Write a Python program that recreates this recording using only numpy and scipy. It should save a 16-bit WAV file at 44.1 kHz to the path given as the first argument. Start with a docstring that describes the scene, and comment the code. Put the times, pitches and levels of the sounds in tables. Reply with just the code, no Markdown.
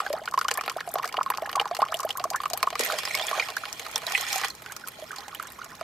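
"""Outdoor tap: a thin stream breaks into drops that fall into a nearly full plastic bucket.
Each drop is a noise slap, coloured by the air in the bucket; trapped bubbles are short gliding sines, most rising.
From 2.79 to 4.5 s a jug is emptied in two gushes of dense small bubbles and clicking spray.
Then the trickle goes on, farther off and weaker, while a hand stirs; the yard hums behind as banded noise."""
import sys
import numpy as np
from scipy import signal
from scipy.io import wavfile

SR = 44100
rng = np.random.default_rng(int(sys.argv[2]) if len(sys.argv) > 2 else 0)


def store_pcm(level_fs):
    """Save levels as 16-bit WAV."""
    pcm = np.round(np.clip(level_fs, -1, 1) * 32767).astype(np.int16)
    wavfile.write(sys.argv[1], SR, np.atleast_2d(pcm).T)


N = 257103


def from_db(db):
    """Decibels to amplitude gain."""
    return 10 ** (np.asarray(db) / 20)


def rms_one(x):
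    """Scales to rms 1."""
    return x / np.sqrt(np.mean(x ** 2) + 1e-20)


def in_time(rows):
    """Interpolates the columns of a (time, ...) table to one value a sample."""
    time_s, *columns = np.transpose(rows)
    return [np.interp(np.arange(N) / SR, time_s, column) for column in columns]


def at_hz(points, hz):
    """Reads a (frequency, value) table on a log frequency axis."""
    points_hz, values = np.array(points).T
    return np.interp(np.log(hz), np.log(points_hz + 1), values)


def drift(corner_hz):
    """Slow random curve of rms 1: noise through two equal one-pole low-passes."""
    step = 20  # samples between computed points
    pole = np.exp(-2 * np.pi * corner_hz * step / SR)
    noise = rng.standard_normal(N // step + 2002)
    slow = signal.lfilter([1], [1, -2 * pole, pole * pole], noise)[2000:]  # drop the run-in
    return np.interp(np.arange(N) / step, np.arange(len(slow)), rms_one(slow))


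def resonance(x, hz, width_hz):
    """Two-pole resonance with peak gain 1."""
    r = np.exp(-np.pi * width_hz / SR)
    b = [(1 - r * r) / 2, 0, (r * r - 1) / 2]
    a = [1, -2 * r * np.cos(2 * np.pi * hz / SR), r * r]
    return signal.lfilter(b, a, x + 1e-18)


def shaped(x, peaks):
    """Chain of resonant peaks and dips."""
    for hz, width_hz, db in peaks:
        x = x + (from_db(db) - 1) * resonance(x, hz, width_hz)
    return x


def add(out, time_s, sound):
    """Mixes a short sound in at a time."""
    i = int(time_s * SR)
    out[..., i:i + sound.shape[-1]] += sound[..., :N - i]


def stereo_bands(mid, side, spectrum, flicker_db):
    """Third-octave bands, each with its own level, flicker, left-right correlation and lean."""
    # left-right correlation: (frequency [Hz], correlation [0-1])
    likeness = [(60, 1), (500, 0.75), (1200, 0.14), (2500, 0.25), (5000, 0.55), (12000, 0.087)]
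    # left minus right: (frequency [Hz], level [dB])
    lean = [(60, 0.5), (1000, -0.5), (4000, 0.5), (12000, -0.5)]
    out = 0
    edges_hz = 22 * 2 ** (np.arange(30) / 3)
    for low_hz, high_hz in zip(edges_hz, edges_hz[1:]):
        hz = np.sqrt(low_hz * high_hz)
        if hz < spectrum[0][0]:
            continue
        band = signal.butter(2, [low_hz, high_hz], "band", fs=SR, output="sos")
        m, s = signal.sosfilt(band, [mid, side])
        alike = np.clip(at_hz(likeness, hz), -1, 1)
        level_db = at_hz(spectrum, hz) + flicker_db * drift(corner_hz=34.0)
        lean_db = at_hz(lean, hz) / 2 * np.array([[1], [-1]])
        stereo = np.sqrt(1 + alike) * m + np.sqrt(1 - alike) * s * [[1], [-1]]
        out = out + from_db(level_db + lean_db) * stereo
    return out


def slaps():
    """A drop hits the water: a noise crack with a decaying tail, a bright part and a part ringing the bucket air."""
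    # loud drops: (time [s], relative crack [dB], relative air ring [dB], brightest [Hz])
    loud_drops = [(0.0024, -23, -28, 4600), (0.0637, -29, -26, 5120), (0.1002, -44, -35, 4500),
                  (0.1286, -15.5, -28, 4530), (0.1848, -36, -53, 7590), (0.2563, -23, -33.5, 4590),
                  (0.2754, -42, -31, 4600), (0.285, -29, -34, 6030), (0.312, -25, -53, 4600),
                  (0.338, -22.5, -31, 5000), (0.376, -22, -24, 4570), (0.3894, -16, -40, 4610),
                  (0.412, -18.5, -25, 4570), (0.4449, -23.5, -30, 5610), (0.4829, -13.5, -23, 5600),
                  (0.5084, -23, -23.5, 5560), (0.5126, -12, -19, 5900), (0.5393, -17.5, -48, 7600),
                  (0.5736, -18.5, -31, 11300), (0.61, -20, -27, 4800), (0.6371, -28, -29, 5000),
                  (0.6608, -29.5, -34, 11700), (0.6784, -34, -22.5, 11600), (0.697, -16, -23.5, 4800),
                  (0.7178, -31, -51, 10800), (0.769, -31, -35, 8960), (0.8051, -25, -27.5, 4640),
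                  (0.8754, -33, -35.5, 9630), (0.8899, -25.5, -59, 7700), (0.9147, -27, -61, 11500),
                  (0.9395, -18.5, -53, 12200), (0.9554, -26, -31, 4620), (0.9842, -23.5, -24.5, 4620),
                  (1.0288, -33, -29, 11900), (1.044, -21, -30, 4600), (1.055, -20, -36, 4980),
                  (1.0761, -20.5, -33, 5500), (1.0887, -30, -35, 9090), (1.1255, -22.5, -32.5, 4610),
                  (1.1414, -31, -30, 4540), (1.1693, -29, -28, 5480), (1.2045, -42, -38, 4520),
                  (1.2306, -21, -37, 5640), (1.2615, -35, -36, 12800), (1.3017, -16.5, -23, 11700),
                  (1.3369, -36, -31, 4790), (1.349, -30, -33, 4600), (1.3733, -19, -32, 4760),
                  (1.4205, -33, -39, 12000), (1.4611, -28, -35, 7090), (1.4937, -26, -28, 4610),
                  (1.5145, -30, -36, 12000), (1.5288, -23.5, -26.5, 4660), (1.5565, -16.5, -24, 6500),
                  (1.5986, -22, -16, 4600), (1.6128, -21, -25.5, 4570), (1.6552, -30, -32, 4610),
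                  (1.6761, -31, -36, 4970), (1.712, -34, -33, 5620), (1.7491, -17, -27, 4400),
                  (1.7672, -17, -28, 4240), (1.789, -29, -52, 9050), (1.8057, -39, -30, 4770),
                  (1.8182, -18.5, -24.5, 4340), (1.8515, -30.5, -37, 5610), (1.8846, -37, -33, 5520),
                  (1.92, -24, -38, 5580), (1.942, -18, -30, 11000), (1.9694, -23, -41, 5580),
                  (1.99, -21, -40, 4900), (2.0035, -16.5, -31.5, 5700), (2.0311, -21.5, -37, 5640),
                  (2.051, -28, -43, 12600), (2.0908, -20, -26.5, 4590), (2.1044, -17.5, -30, 4560),
                  (2.1266, -30, -41, 4870), (2.1727, -18, -38, 11600), (2.197, -26, -26, 4540),
                  (2.2136, -40, -40, 4520), (2.2404, -16.5, -36, 5760), (2.3022, -12.5, -34, 5800),
                  (2.3337, -31, -31, 4620), (2.3594, -17, -38, 7040), (2.4024, -40, -30.5, 4760),
                  (2.4165, -31, -37, 11600), (2.4343, -27.5, -27, 8960), (2.4558, -23, -27.5, 5630),
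                  (2.5004, -19, -34.5, 6070), (2.5336, -8, -27, 4500), (2.5745, -16.5, -30.5, 11700),
                  (2.6045, -33, -39, 5270), (2.6284, -9, -19.5, 4700), (2.6695, -28, -34.5, 6790),
                  (2.703, -23.5, -27, 5560), (2.7284, -34, -30, 4720), (2.754, -21, -23, 4660),
                  (2.7758, -42, -39, 6980), (2.7937, -10.5, -26, 6950), (2.8087, -10, -25, 4630),
                  (2.836, -13, -41, 5050), (2.8483, -17.5, -40, 12600), (2.873, -24, -40, 5570),
                  (2.9221, -16.5, -21.5, 6690), (2.9865, -10.5, -22.5, 4520), (3.0334, -24, -27, 4600),
                  (3.052, -15, -26, 5040), (3.075, -34, -25, 6720), (3.1503, -10, -27, 4600),
                  (3.173, -25, -25, 4570), (3.1952, -33, -23, 4500), (3.2127, -24, -30, 6430),
                  (3.268, -16.5, -42, 7600), (3.2814, -33, -26.5, 4610), (3.292, -25, -33, 11600),
                  (3.3122, -22.5, -26, 5630), (3.3514, -28, -29, 5850), (3.3972, -28, -19, 4540),
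                  (3.486, -23, -26.5, 4670), (3.502, -21.5, -28, 4970), (3.5668, -15.5, -29, 4500),
                  (3.6539, -28, -25.5, 4560), (3.7277, -16.5, -37.5, 5460), (3.7725, -37, -43, 5870),
                  (3.7954, -20, -28, 6660), (3.8516, -31, -33, 6340), (3.865, -26, -27.5, 4950),
                  (3.8836, -31, -47, 7350), (3.913, -25, -40, 7050), (3.9585, -11.5, -25.5, 5470),
                  (3.979, -21, -30, 9670), (4.018, -31, -31, 6780), (4.0667, -14.5, -52, 4500),
                  (4.0976, -22, -39, 4780), (4.121, -13.5, -28, 4640), (4.1505, -34, -36, 5480),
                  (4.1771, -18.5, -25.5, 6500), (4.2106, -14.5, -33, 6940), (4.288, -23, -36.5, 6770),
                  (4.3288, -8, -30, 4750), (4.359, -13, -36, 6400), (4.3805, -14.5, -26, 6960),
                  (4.4135, -19, -27, 4570), (4.436, -30, -22.5, 4570), (4.446, -14, -22.5, 4500),
                  (4.4835, -20, -43, 5460), (4.5016, -22, -42, 5600), (4.5503, -26.5, -49, 5450),
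                  (4.6206, -30.5, -38, 11600), (4.6612, -30, -34, 4660), (4.7216, -23.5, -35, 7400),
                  (4.7646, -18, -43, 5300), (4.8738, -21.5, -38, 8900), (4.884, -21.5, -37, 11600),
                  (5.1163, -29, -38, 6590), (5.1612, -23, -35.5, 4790), (5.1838, -29, -49, 4800),
                  (5.206, -30, -38, 4670), (5.2818, -27.5, -33.5, 6900), (5.3477, -25, -34, 12400),
                  (5.3974, -31, -37.5, 6130), (5.4261, -27, -37, 11600), (5.4715, -28, -60, 7700),
                  (5.5213, -31, -56, 12300), (5.6196, -40, -42, 4530), (5.6444, -26.5, -41, 6700),
                  (5.752, -28.5, -59, 4630), (5.8107, -28, -36, 4650)]
    # resonances of the air in the bucket: (centre [Hz], width [Hz], relative level [dB])
    air_modes = [(477, 46.5, -7), (776, 140, -5.5), (1104, 186, 0), (1860, 500, -8.5), (2636, 488, -4),
                 (4710, 360, -11.5)]
    t = np.arange(int(.04 * SR)) / SR
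    attack_s, crack_decay_s = 0.00035, 0.00034
    tail = from_db(-9 - 60 * t / 0.03)
    shape = np.minimum(t / attack_s, 1) * (np.exp(-t / crack_decay_s) + tail)

    body, bright = np.zeros(N), np.zeros((2, N))
    drops = np.vstack([loud_drops, drips()])
    noises = rng.standard_normal((len(drops), 3, len(t)))
    for (time_s, crack_db, ring_db, hz), noise in zip(drops, noises):
        add(body, time_s, from_db(ring_db) * shape * noise[0])
        burst = from_db(crack_db) * shape * noise[1:]
        add(bright, time_s, 0.24 * burst + resonance(burst, hz, width_hz=0.41 * hz))

    air = np.zeros(N)
    for k, (hz, width_hz, db) in enumerate(air_modes):
        air += (-1) ** k * from_db(db) * resonance(body, hz, width_hz)  # alternating polarity
    high_pass = signal.butter(2, 4500, "high", fs=SR, output="sos")
    mid, side = signal.sosfilt(high_pass, bright)
    crack = (mid + 0.72 * side * [[1], [-1]]) * from_db([[1.8], [-1.8]])
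    # make-up gains: the resonances and the high-pass let through only part of each burst
    return from_db(24) * air + from_db(2.5) * crack


def drips():
    """Small drops at random moments, in rows like the loud ones; weaker after the move away."""
    drips_per_s, move_s = 16, 2.79
    near_db, far_db, ring_re_crack_db = -37, -41, -8
    spread_db = 2.5  # per e-fold of the random size
    lowest_hz, range_octaves = 4600, 1.5  # colour, mostly low in this range
    when, size, colour = rng.random((int(drips_per_s * N / SR), 3)).T
    time_s = when * N / SR
    crack_db = np.where(time_s < move_s, near_db, far_db) - spread_db * np.log(size + 0.04)
    brightest_hz = lowest_hz * 2 ** (range_octaves * colour ** 3)
    return np.transpose([time_s, crack_db, crack_db + ring_re_crack_db, brightest_hz])


def bubble(peak_db, first_hz, last_hz, swell_ms, fade_ms):
    """A trapped bubble: a sine that swells and dies; it glides, and hooks upward as the cavity closes."""
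    t_ms = np.arange(int((swell_ms + 1.8 * fade_ms) * SR / 1000)) * 1000 / SR
    age = t_ms / (swell_ms + fade_ms)
    late = np.maximum(age - 1, 0)
    glide_hz = (last_hz - first_hz) * np.minimum(age, 1) ** 1.5
    hz = first_hz + glide_hz + 1300 * late ** 2
    swell_db = -7 * np.maximum(1 - t_ms / swell_ms, 0)
    fade_db = -13 * (np.maximum(t_ms - swell_ms, 0) / fade_ms) ** 0.73
    onset = np.minimum(t_ms / 0.59, 1)
    return from_db(peak_db + swell_db + fade_db) * onset * np.sin(2 * np.pi * np.cumsum(hz) / SR)


def bubbles():
    """Loud bubbles: quick to peak, but slower if they end near the strongest pitch of the bucket air."""
    # loud bubbles: (time [s], relative peak [dB], first [Hz], last [Hz], length [ms])
    loud_bubbles = [(.003, -11.5, 1240, 1090, 4), (.063, -20, 1640, 1450, 8.9), (.065, -25, 764, 830, 13),
                    (.103, -19, 570, 592, 22), (.136, -18, 580, 904, 21), (.177, -29.5, 1200, 1340, 7),
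                    (.216, -31, 590, 890, 26), (.277, -17.5, 1330, 1590, 7.4), (.322, -25, 980, 1360, 7),
                    (.34, -10.5, 1050, 1140, 6.1), (.376, -8, 1002, 1200, 12), (.413, -13, 1190, 1520, 4.3),
                    (.449, -14.5, 1050, 1250, 8.6), (0.484, -21.5, 2950, 3120, 7.3),
                    (.484, -25, 774, 950, 8.7), (.485, -16, 1360, 1670, 7.3), (.513, -18.5, 1670, 1730, 3),
                    (.552, -27.5, 1050, 1230, 10.3), (.576, -18.5, 1010, 1250, 11),
                    (.577, -22.5, 1750, 1770, 15), (.585, -21, 695, 760, 9.5), (.591, -21.5, 2350, 2480, 6),
                    (.61, -18, 1210, 1075, 7.1), (.635, -26, 1230, 1130, 4.6), (.679, -20, 730, 836, 7),
                    (0.686, -23.5, 1360, 1340, 9.9), (.712, -24.5, 970, 1250, 7.1),
                    (.764, -18.5, 653, 860, 12.6), (.782, -24, 1130, 1820, 11),
                    (.809, -19, 1660, 1780, 2.6), (.875, -22, 726, 660, 21), (.942, -21, 593, 860, 4.7),
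                    (.955, -18.5, 1110, 1180, 7.1), (.957, -15, 674, 863, 14),
                    (.996, -16.5, 1030, 1170, 5.8), (1.041, -16.5, 1074, 1750, 9.4),
                    (1.056, -25, 690, 730, 12.6), (1.091, -27.5, 2180, 2400, 7), (1.142, -16, 1180, 750, 8),
                    (1.168, -18, 2790, 3040, 6.4), (1.18, -16.5, 686, 820, 11),
                    (1.187, -11, 860, 1360, 5.4), (1.21, -9.5, 910, 1400, 5.5),
                    (1.262, -16.5, 1110, 1050, 12), (1.302, -12, 1070, 790, 11),
                    (1.32, -22, 1410, 2120, 4.7), (1.339, -19.5, 1170, 1000, 10.3),
                    (1.383, -15.5, 1110, 706, 4.4), (1.422, -20, 622, 830, 23),
                    (1.457, -24.5, 1660, 1800, 7.5), (1.474, -23, 760, 1080, 9.1),
                    (1.491, -23, 1070, 1840, 11), (1.53, -32, 720, 865, 17), (1.553, -15, 1140, 1085, 17.5),
                    (1.567, -16.5, 757, 884, 13), (1.577, -13, 975, 1050, 11.6),
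                    (1.597, -8.5, 2870, 3000, 2.3), (1.613, -14, 830, 834, 10.8),
                    (1.656, -16.5, 1040, 760, 11.7), (1.711, -19.5, 1150, 1070, 5.1),
                    (1.712, -17.5, 683, 726, 23), (1.79, -15, 640, 1190, 14), (1.818, -18, 460, 530, 4.2),
                    (1.82, -6, 815, 935, 4.1), (1.825, -6.5, 1033, 1230, 11.3),
                    (1.861, -23, 970, 1290, 5.6), (1.923, -16, 1070, 1690, 6.9),
                    (1.942, -15.5, 2790, 3500, 6.3), (1.893, -34.5, 640, 670, 48),
                    (1.943, -23.5, 645, 737, 25.5), (1.997, -19.5, 1176, 900, 13.8),
                    (2.032, -21.5, 1040, 1360, 8), (2.048, -16.5, 604, 840, 18.2),
                    (2.097, -28, 793, 780, 13), (2.106, -15, 2930, 3440, 5.2), (2.153, -25, 990, 1620, 13),
                    (2.18, -22.5, 1010, 1230, 11), (2.203, -24, 690, 780, 19),
                    (2.24, -13.5, 1116, 1120, 10), (2.253, -20.5, 664, 706, 15),
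                    (2.311, -22, 690, 1187, 19), (2.343, -14.5, 950, 1430, 15),
                    (2.347, -17, 1420, 1680, 5.8), (2.361, -27, 1790, 1690, 17),
                    (2.402, -17.5, 1120, 1143, 7.5), (2.436, -20.5, 1070, 1300, 7.2),
                    (2.457, -12.5, 1124, 1190, 7.2), (2.51, -25.5, 710, 706, 14.4),
                    (2.534, -21.5, 657, 937, 25.5), (2.629, -12, 1086, 994, 9.5),
                    (2.63, -22, 2430, 2520, 8), (2.635, -25, 645, 790, 18), (2.672, -8, 1015, 1217, 6.1),
                    (2.726, -26, 658, 848, 27), (2.756, -23.5, 1150, 1210, 8), (2.8, -14, 490, 490, 4.3),
                    (2.802, -34, 225, 280, 40), (2.832, -22, 2390, 2500, 6), (2.9, -14, 1140, 1590, 3.1),
                    (3.053, -22, 5070, 5090, 8.1), (3.109, -20.5, 2100, 2310, 6),
                    (3.144, -17, 2180, 2260, 16.5), (3.197, -22.5, 3420, 3120, 15),
                    (3.222, -21, 3540, 3600, 6.6), (3.235, -26.5, 800, 1050, 17),
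                    (3.283, -20.5, 3320, 3370, 9), (3.313, -21, 653, 687, 8.6),
                    (3.328, -17, 1100, 1210, 17), (3.397, -13, 2370, 2440, 10),
                    (3.424, -20, 2040, 2370, 10), (3.484, -28, 1064, 1240, 16), (3.568, -14, 1510, 1700, 6),
                    (3.636, -21.5, 1230, 1610, 5.9), (3.864, -23.5, 1330, 900, 7.2),
                    (3.958, -10, 5270, 5940, 1.7), (3.96, -15.5, 3420, 3570, 3.8),
                    (3.96, -25, 880, 900, 16), (4.067, -18, 4150, 3680, 4.7), (4.135, -25, 790, 784, 14),
                    (4.15, -5, 2540, 2550, 6), (4.152, -15, 2050, 1950, 13), (4.358, -20, 762, 764, 25),
                    (4.435, -20, 1964, 1960, 12), (4.438, -21.5, 1584, 1064, 10.8),
                    (4.504, -26, 4300, 4050, 6.1), (4.661, -35.5, 1480, 1590, 18),
                    (4.698, -33, 1480, 1720, 14), (4.766, -32, 1250, 1500, 5.5),
                    (4.838, -30.5, 1570, 1320, 10), (4.873, -33.5, 1166, 1520, 12),
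                    (4.988, -34.5, 630, 720, 15), (5.023, -29.5, 605, 654, 20),
                    (5.107, -25.5, 1480, 1760, 10), (5.129, -29.5, 1180, 1620, 13),
                    (5.184, -32.5, 800, 790, 17), (5.184, -27, 4170, 5040, 6), (5.28, -29.5, 834, 780, 8.2),
                    (5.328, -29.5, 1200, 1050, 11), (5.349, -29, 2900, 3340, 8.4),
                    (5.398, -19, 1390, 1170, 4.2), (5.453, -31.5, 1420, 1320, 3.5),
                    (5.587, -31, 1020, 1360, 13), (5.615, -26, 1350, 1450, 6.4),
                    (5.811, -26, 1330, 1100, 3.8), (5.812, -23.5, 664, 674, 11.5)]
    base_swell_ms, tuned_extra_ms = 1.07, 3.36
    tuned_hz, tuned_octaves = 1272, 0.24
    out = np.zeros(N)
    for time_s, peak_db, first_hz, last_hz, length_ms in loud_bubbles:
        tuned = np.exp(-(np.log2(last_hz / tuned_hz) / tuned_octaves) ** 2)
        swell_ms = np.clip(base_swell_ms + tuned_extra_ms * tuned, .3, 0.64 * length_ms)
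        add(out, time_s, bubble(peak_db, first_hz, last_hz, swell_ms, length_ms - swell_ms))
    return out


def gurgle(gurgle_db, chances_per_s):
    """Small rising bubbles of a few cycles, over some three octaves (smaller is higher); dense under the jug."""
    # small bubbles: (time [s], pitch of the biggest [Hz], share of chances born [0-1])
    small_bubbles = [(0, 662, .24), (2.77, 648, 0.29), (2.8, 432, 0.7), (2.88, 557, 1), (3.5, 623, 0.61),
                     (4.05, 626, .54), (4.3, 756, 1), (4.5, 763, .57), (4.6, 787, 0.28), (5.83, 806, 0.42)]
    out = np.zeros(N)
    biggest_hz, share = in_time(small_bubbles)
    for when, pitch, weakness, life, lot in rng.random((int(chances_per_s * N / SR), 5)):
        i = int(when * N)
        if lot < share[i]:
            hz = biggest_hz[i] * 9.0 ** (pitch ** 1.2)
            last_hz = hz * (1.02 + .12 * life)
            fade_ms = 1000 * (3 + 7 * life) / hz  # 3 to 10 cycles
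            # many small ones add up as a few big ones
            peak_db = -16 * weakness - 7 * pitch - 10 * np.log10(share[i])
            add(out, i / SR, bubble(peak_db, hz, last_hz, swell_ms=1.2, fade_ms=fade_ms))
    return from_db(gurgle_db + 3 * drift(corner_hz=14)) * rms_one(out)


def spray(spray_db, clicks_per_s):
    """Fine droplets: clumped random clicks of uneven size on a little hiss."""
    # spectrum: (frequency [Hz], relative density [dB])
    spray_spectrum = [(1000, -50), (1500, -5), (2200, 11), (3300, 6), (5000, 1.5), (8000, -3), (12000, -6),
                      (16500, -16.5)]
    clumping = from_db(4 * drift(corner_hz=30))
    born = rng.random((2, N)) < clicks_per_s * clumping / SR
    size = from_db(2.93 * np.minimum(rng.exponential(1, (2, N)), 5))
    clicks = born * size * rng.standard_normal((2, N))
    mid, side = rms_one(clicks) + .5 * rng.standard_normal((2, N))
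    return from_db(spray_db) * rms_one(stereo_bands(mid, side, spray_spectrum, flicker_db=2.0))


def walls(x):
    """Reflections: a few low-passed echoes, each slightly later on one side."""
    # bucket wall and brick wall: (delay [s], level [dB])
    echo_taps = [(.0021, -22), (.0047, -13.5), (.011, -18.5), (.019, -33)]
    side_lag_s = 0.00015
    out = np.zeros((2, N))
    dull = signal.lfilter([.4], [1, -.6], x)
    for k, (delay_s, db) in enumerate(echo_taps):
        first, later = k % 2, 1 - k % 2
        add(out[first], delay_s, from_db(db) * dull[first])
        add(out[later], delay_s + side_lag_s, from_db(db) * dull[later])
    return out


def yard():
    """Far hum of the yard: steady stereo noise, mostly low, with a slight flicker in each band."""
    # spectrum: (frequency [Hz], relative density [dB])
    yard_spectrum = [(20, -34), (40, -20), (60, -3.5), (110, -1.5), (150, 0.5), (200, -2), (400, -2.5),
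                     (1000, -4), (2500, -23), (7000, -19.5), (16500, -22.5)]
    yard_rms_db = -51.5
    mid, side = rng.standard_normal((2, N))
    return from_db(yard_rms_db) * rms_one(stereo_bands(mid, side, yard_spectrum, flicker_db=1.2))


def scene():
    """Water near the microphone, its echoes, and the far hum of the yard."""
    # churned water between the slaps: (time [s], relative gurgle [dB], relative spray [dB])
    churn = [(0, -42.5, -39.5), (.3, -47, -74), (.55, -46, -49), (1.2, -44, -66.5), (2.77, -50, -50.5),
             (2.8, -40, -27), (2.93, -34, -33.5), (3.03, -44, -36), (3.15, -40, -34), (3.3, -44, -36),
             (3.43, -34, -34), (3.52, -44.5, -44.5), (3.7, -49.5, -43), (3.85, -50, -42),
             (4.02, -40, -44.5), (4.12, -46.5, -32.5), (4.25, -35, -32.5), (4.36, -38.5, -27.5),
             (4.41, -34.5, -40.5), (4.46, -36, -36), (4.53, -50.5, -51), (5.05, -52.5, -48.5),
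             (5.2, -45.5, -50), (5.83, -50, -57)]
    # direct sound and wall echo cancel: (centre [Hz], width [Hz], gain [dB])
    rim_dips = [(904, 218, -7), (2632, 250, -38)]
    # left minus right of the water: (time [s], level [dB])
    bucket_side = [(0, -1.5), (2.77, -1.5), (2.8, -3), (5.83, -4.5)]
    gurgle_db, spray_db = in_time(churn)
    pan_db, = in_time(bucket_side)
    water = slaps() + bubbles() + gurgle(gurgle_db, chances_per_s=1500)
    water = water + spray(spray_db, clicks_per_s=2000)
    water = shaped(water, rim_dips) * from_db([pan_db / 2, -pan_db / 2])
    # drops and bubbles are too small to radiate bass
    water = signal.sosfilt(signal.butter(3, 300, "high", fs=SR, output="sos"), water)
    return water + walls(water) + yard()


def record(dry):
    """Microphone: colours the treble, fades above 14 kHz and cuts the top."""
    # treble response: (centre [Hz], width [Hz], gain [dB])
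    treble_peaks = [(10570, 2100, -7), (11360, 1100, 6.5)]
    stopband_hz, stopband_db = 17000, 70
    fade = signal.butter(6, 14600, fs=SR, output="sos")
    soft = signal.sosfilt(fade, shaped(dry, treble_peaks))
    return signal.sosfilt(signal.cheby2(12, stopband_db, stopband_hz, fs=SR, output="sos"), soft)


dry = scene()
out = record(dry)
store_pcm(out)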